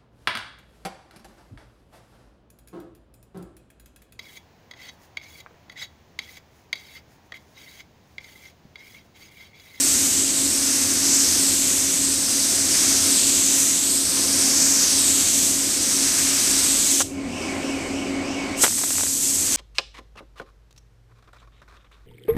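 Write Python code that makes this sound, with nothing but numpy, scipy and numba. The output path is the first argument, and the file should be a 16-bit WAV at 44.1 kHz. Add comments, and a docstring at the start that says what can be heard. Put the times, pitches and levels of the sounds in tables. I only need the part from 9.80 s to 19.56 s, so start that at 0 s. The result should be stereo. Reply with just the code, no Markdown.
"""From the start a paint gun's turbulent jet hisses along a hull in a spray booth. Behind it extractor fans
hum in the ducts, air rushes through the filters and a belt chirrs once a turn. At 7.2 s the trigger is
released; the recorder's gain, a drawn curve, lifts the booth noise. At 8.8 s a fresh pull brings a surge
of stored air and the gain ducks that noise. Two close microphone ports, each with its own cavity ring,
hear it all. The right one crackles at both trigger moves, then pops until 9.3 s."""
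import sys
import numpy as np
from scipy import signal
from scipy.fft import rfft, irfft
from scipy.io import wavfile
from scipy.ndimage import uniform_filter1d, map_coordinates
from numba import njit

SR = 44100
rng = np.random.default_rng(int(sys.argv[2]) if len(sys.argv) > 2 else 0)


def to_wav(s):
    """Save 16-bit WAV."""
    ch = np.atleast_2d(s).T  # columns
    pcm = np.round(np.clip(ch, -1, 1) * 32767)  # PCM
    wavfile.write(sys.argv[1], SR, pcm.astype(np.int16))


N = 430416
T, F = np.arange(N) / SR, np.arange(N // 2 + 1) * SR / N + 1e-3

# jet along the strokes: t/s, hiss level/dB, relative hull splash/dB
JET_LEVELS = [(0, -18.5, 2), (.35, -19, 1), (.75, -21, 3), (.95, -19.5, 3), (1.1, -19.5, 2.5),
              (1.43, -17.5, 2.5), (1.75, -18.5, 1.5), (2.05, -19.5, 1), (2.35, -21.5, 3.5),
              (2.62, -18.5, 1), (2.82, -20.5, 1.5), (2.98, -17.5, 3.5), (3.4, -17.5, 0), (3.75, -18, 1.5),
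              (4.05, -20, 2.5), (4.4, -19.5, 3), (4.8, -17.5, 1.5), (5.07, -18, 2.5), (5.35, -18.5, 4),
              (5.61, -18.5, 0), (5.78, -21, 1), (6.05, -21, 2), (6.4, -19, 4.5), (6.8, -18, 3),
              (7.0, -18, 0), (8.94, -22.5, -2.5), (9.1, -22.5, 1), (9.32, -22.5, -5.5), (9.47, -19.5, -4.5),
              (9.62, -21.5, -2), (9.76, -19, 2.5)]
# jet noise: f/Hz, relative density/dB
JET_SPECTRUM = [(300, -37), (700, -17.5), (1500, -9), (2200, -6), (3000, -5), (4000, -1.5), (5000, -0.36),
                (6500, 2), (9000, 1.7), (12000, -1), (14200, -1.5)]
# gun nearing and leaving the hull: t/s, extra echo path/cm, echo gain/1
HULL_ECHO = [(0, 8, .1), (.2, 10, .12), (.55, 9, .2), (.9, 6.5, .1), (1.1, 7, .1), (1.38, 5.2, .33),
             (1.75, 8.8, .22), (2.05, 11, .1), (2.3, 8, .22), (2.62, 6.8, .24), (2.85, 7.3, .14),
             (3.1, 6.2, .22), (3.45, 8.8, .25), (3.85, 10.5, .22), (4.1, 8.5, .36), (4.4, 7, .3),
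             (4.62, 7, .26), (4.85, 5.3, .36), (5.05, 6, .3), (5.3, 9, .3), (5.55, 10, .24),
             (5.75, 9.5, .1), (6, 7, .15), (6.25, 6.7, .12), (6.5, 6, .08), (7, 9, .25), (7.2, 10.5, .2),
             (8.9, 8.7, .12), (9.76, 9.8, .14)]
# crackle at trigger moves: t/s, length/s, level/dB
CRACKLE_BURSTS = [(7.203, .017, -1), (8.8334, .022, 2.5)]
# lone pops: t/s, level/dB
LONE_POPS = [(8.864, -3), (8.879, -7.5), (8.908, -18), (8.926, -12), (8.979, -16), (8.985, -15),
             (8.991, -15), (9.015, -14), (9.036, -10), (9.039, -9), (9.106, -9.5), (9.154, -15),
             (9.182, -8), (9.196, -9), (9.208, -10), (9.234, -8.5), (9.266, -14)]
# heard level of hum and rush; wavers while spraying, then recorder gain ducks and recovers
# around the trigger moves: t/s, hum gain/dB, rush gain/dB
HEARD_GAINS = [(0, -3.5, -9.5), (1.3, -2.5, -5), (2.4, -4.5, -7), (3.3, -1.5, -1.5), (3.95, -6.5, -10),
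               (4.5, -1.5, -1), (5.6, -4, -6), (7.15, -3.5, -1), (7.25, -6, -13), (7.38, -1, -4),
               (7.6, -2.5, 5), (7.85, 0, 5.3), (8.3, 1.5, 4.5), (8.82, -0.5, 5.5), (8.87, -9.5, -16),
               (9.3, -9.5, -10.5), (9.76, -7, -5)]
# extractor air noise: f/Hz, relative density/dB
AIR_SPECTRUM = [(25, -28), (35, -26), (65, -24), (100, -21.5), (140, -20), (200, -13.5), (290, -9.5),
                (400, -15), (455, -21.5), (680, -18), (900, -27), (1590, -30.5), (3600, -35.5), (7860, -41),
                (9800, -47), (14200, -53)]
# duct resonances: f/Hz, half-width/Hz, base level/dB
DUCT_MODES = [(45.8, 1.21, -55), (87.5, 7.4, -45.5), (108.5, 5.9, -55.5), (240, 6.1, -43),
              (273.5, 21, -44.5), (319, 12, -43.5), (378, 24, -43.5), (524, 32, -45), (1047, 23, -51.5)]
# cavity ring of each port: f/Hz, gain/dB
LEFT_RING = [(200, -0.5), (1500, -1), (4000, -1.5), (6500, 2), (7200, 6), (8000, 11.5), (9000, 4.5),
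             (10500, -0.5), (12500, -1), (14200, -2)]
RIGHT_RING = [(200, 0.5), (1500, -0.5), (4000, -1.5), (5200, 4), (6300, 8), (7500, 1), (9000, -5.5),
              (11000, -10.5), (14500, -24.5)]
# likeness of the ports: f/Hz, correlation/1
PORT_CORRELATION = [(60, 0.92), (130, 0.98), (290, 0.98), (630, 0.9), (1370, 0.72), (2990, 0.57),
                    (6530, 0.23), (14300, 0)]

RELEASE_S, PULL_S, SURGE_S = 7.222, 8.76, 8.838


def gun(flutter_db=.5):
    """Paint gun: trigger-gated jet, heard straight and off the hull."""
    hiss_db, splash_db = curves(JET_LEVELS)
    path_cm, echo_gain = curves(HULL_ECHO)
    trigger_db = trigger()
    direct = jet(splash_db, brightness(path_cm, trigger_db))
    return hull_comb(direct, path_cm, echo_gain) * undb(hiss_db + trigger_db + flutter_db * walk(60))


def jet(splash_db, tilt_db, flicker_db=1.04):
    """Turbulent hiss in five bands, the lowest carrying the splash; the shear layer flutters."""
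    hiss = noise(undb(over_hz(JET_SPECTRUM)))
    hiss /= np.std(hiss.mean(axis=0))
    bands = split(hiss, [above(hz, order=8) for hz in (2500, 4500, 7000, 10000)])
    gains_db = [splash_db] + [tilt_db * (hz - 8000) / 6000 for hz in (3500, 5700, 8500, 12000)]
    return sum(band * undb(db + flicker_db * np.array([walk(9), walk(8)]))
               for band, db in zip(bands, gains_db))


def brightness(path_cm, trigger_db, db_per_cm=.5, db_per_s=-.16, fresh_db=5.5, fresh_until_s=9.62):
    """Jet tilt in dB per 6 kHz: follows the echo path, dulls with time, lifts on the fresh pull."""
    fresh = (T > PULL_S) * np.clip((fresh_until_s - T) / .081 + 1, 0, 1)
    surge_tilt_db = .16 * np.maximum(trigger_db, 0)  # the surge is sharper than the steady jet
    return -.2 + db_per_cm * (path_cm - 8) + db_per_s * T + fresh_db * fresh + surge_tilt_db


def trigger(close_s=.011, drop_db=12, tail_db_per_s=147, leak_db=-46, open_s=.055, surge_db=10):
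    """Jet gain in dB: the valve shuts into the booth's short tail and a leak, then opens with a surge."""
    since_s = T - RELEASE_S
    shut_db = -drop_db * np.clip(since_s / close_s, 0, 1)
    shut_db -= tail_db_per_s * np.maximum(since_s - close_s, 0)
    opened = np.clip((T - PULL_S) / open_s, 0, 1)
    valve_db = 20 * np.log10(undb(shut_db) + opened + 1e-9)
    rise = np.exp(-((T - SURGE_S) / .023) ** 4)
    fall = np.exp(-np.abs(T - SURGE_S) / .02)
    return np.maximum(valve_db, leak_db) + surge_db * np.where(T < SURGE_S, rise, fall)


def hull_comb(direct, path_cm, echo_gain, top_hz=11000, sound_cm_per_s=34300):
    """The wet hull returns a late, duller copy; the comb glides with each stroke."""
    dull, _ = split(direct, [above(top_hz, order=6)])
    late = np.arange(N) - path_cm / sound_cm_per_s * SR
    echo = np.array([map_coordinates(x, [late], order=3) for x in dull])
    return (direct + echo_gain * echo) / np.sqrt(1 + echo_gain ** 2)


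def crackle(left_db=-18, push_s=7e-5, ragged=.46, tail_s=.0029, scatter_db=5, fade_db=6, counts=(5, 10)):
    """Port pops, mostly right: each a one-sided push of its own width with a ragged tail."""
    events = list(LONE_POPS)
    for (start_s, length_s, db), count in zip(CRACKLE_BURSTS, counts):
        jitter, weakness = rng.random((count, 2)).T
        index = np.arange(count)
        times_s = start_s + length_s * (index + jitter) / count
        events += zip(times_s, db - scatter_db * weakness - fade_db * index / count)
    t = np.arange(SR // 150) / SR - .001  # zero at the push's peak
    draws = rng.standard_normal((len(events), len(t) + 1))
    widths_s = push_s * undb(1.5 * draws[:, :1])
    pushes = np.exp(-.5 * (t / widths_s) ** 2)
    tails = signal.lfilter([.3], [1, -.7], draws[:, 1:]) * np.exp(-np.abs(t) / tail_s)
    pops = signal.sosfilt(signal.butter(1, 300, "highpass", fs=SR, output="sos"), pushes + ragged * tails)
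    out = np.zeros(N)
    for (start_s, db), pop in zip(events, pops):
        i = int(start_s * SR)
        out[i:i + len(t)] += pop * undb(db)
    return out * undb([[left_db], [0]])


def booth():
    """Fan rumble, duct resonances, blade tone, belt and the filters' rush, whose treble swishes."""
    hum_db, rush_db = curves(HEARD_GAINS)
    blade = fan_blades()
    air = level(noise(undb(over_hz(AIR_SPECTRUM))), db=-32.5)
    ducts = sum(level(noise(peak(hz, width_hz)), db) for hz, width_hz, db in DUCT_MODES)
    crossovers = [above(182, order=4), above(680, order=4), above(4200, order=8), above(7300, order=8)]
    rumble, hum, rush, swish, fizz = split(air + ducts, crossovers)
    rush = rush * undb(walk(6.2)) + swish * undb(2.3 * walk(8)) + fizz * undb(2.5 * walk(3.5))
    return rumble * undb(.31 * hum_db) + (hum + blade) * undb(hum_db) + (rush + belt()) * undb(rush_db)


def fan_blades(blade_hz=273.5, base_db=-32, pan_db=1.2):
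    """Steady blade tone that throbs in the duct."""
    throb = level(irfft(rfft(rng.standard_normal(N)) * peak(hz=3.7, width_hz=2.9), N), db=-11)
    tone = np.sqrt(2) * np.sin(2 * np.pi * blade_hz * T)
    return tone * (1 + throb) * undb([[base_db - pan_db], [base_db + pan_db]])


def belt(turn_s=.315, phase_zero_s=7.77):
    """A breathy squeak and faint octave leap up and glide down once a turn; two guard plates sing."""
    turn_rad = 2 * np.pi * (T - phase_zero_s) / turn_s
    glide = uniform_filter1d(signal.sawtooth(turn_rad, .3), SR // 20)
    squeak_hz = 2450 + 330 * glide + 60 * walk(30)
    squeak = gliding_noise(squeak_hz, width_hz=620.)
    octave = gliding_noise(2 * squeak_hz, width_hz=1240.)
    low_plate = noise(peak(hz=2234, width_hz=18)) * undb(3.1 * np.cos(turn_rad + 1.8))
    high_plate = noise(peak(hz=2942, width_hz=130)) * undb(3.1 * np.cos(turn_rad + 2.0))
    octave *= undb(2.3 * walk(16))
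    return level(squeak, -42) + level(octave, -48) + level(low_plate, -47.5) + level(high_plate, -51.5)


def noise(gain):
    """Coloured noise at the two ports: alike in the bass, unrelated in the treble."""
    alike = np.clip(over_hz(PORT_CORRELATION), 0, 1)
    mid, side = rfft(rng.standard_normal((2, N)), axis=1) * np.sqrt([1 + alike, 1 - alike])
    ring = undb([over_hz(LEFT_RING), over_hz(RIGHT_RING)])
    return irfft(np.array([mid + side, mid - side]) * ring * gain, N, axis=1)


def gliding_noise(hz, width_hz):
    return np.array([sweep(sweep(x, hz, width_hz), hz, width_hz) for x in noise(1)])


@njit
def sweep(x, hz, width_hz):
    """State-variable band-pass, moving centre."""
    y, band_state, low_state = np.empty(len(x)), 0., 0.
    for i in range(len(x)):
        g, damping = np.tan(np.pi * hz[i] / SR), width_hz / hz[i]
        band = (band_state + g * (x[i] - low_state)) / (1 + g * (g + damping))
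        band_state = 2 * band - band_state
        low_state += 2 * g * band
        y[i] = damping * band
    return y


def walk(rate_hz):
    """Smoothed random steps, spread near 1."""
    hold = int(SR / rate_hz)
    steps = np.repeat(rng.standard_normal(N // hold + 1), hold)
    return 1.13 * uniform_filter1d(uniform_filter1d(steps, hold), hold)[:N]


def split(x, crossovers):
    """Bands that sum to x, low to high."""
    shares = -np.diff([np.ones_like(F), *crossovers, np.zeros_like(F)], axis=0)
    spectrum = rfft(x, axis=1)
    return [irfft(spectrum * share, N, axis=1) for share in shares]


def above(hz, order):
    """High-pass gain per bin."""
    return 1 / (1 + (hz / F) ** order)


def peak(hz, width_hz):
    """Resonance gain per bin."""
    return 1 / (1 + ((F - hz) / width_hz) ** 2)


def curves(rows):
    """Time table, per sample."""
    times_s, *columns = np.transpose(rows)
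    return [np.interp(T, times_s, column) for column in columns]


def over_hz(rows):
    """Frequency table, per bin."""
    hz, values = np.transpose(rows)
    return np.interp(np.log(F), np.log(hz), values)


def level(x, db):
    return x * undb(db) / np.sqrt(np.mean(x ** 2))


def undb(db):
    return 10 ** (np.asarray(db) / 20)


def scene():
    return gun() + booth() + crackle()


def record(dry, top_hz=14190):
    """Clip at full scale, then a steep low-pass."""
    return signal.sosfilt(signal.ellip(18, .2, 90, top_hz, fs=SR, output="sos"), np.clip(dry, -1, 1))


dry = scene()
out = record(dry)
to_wav(out)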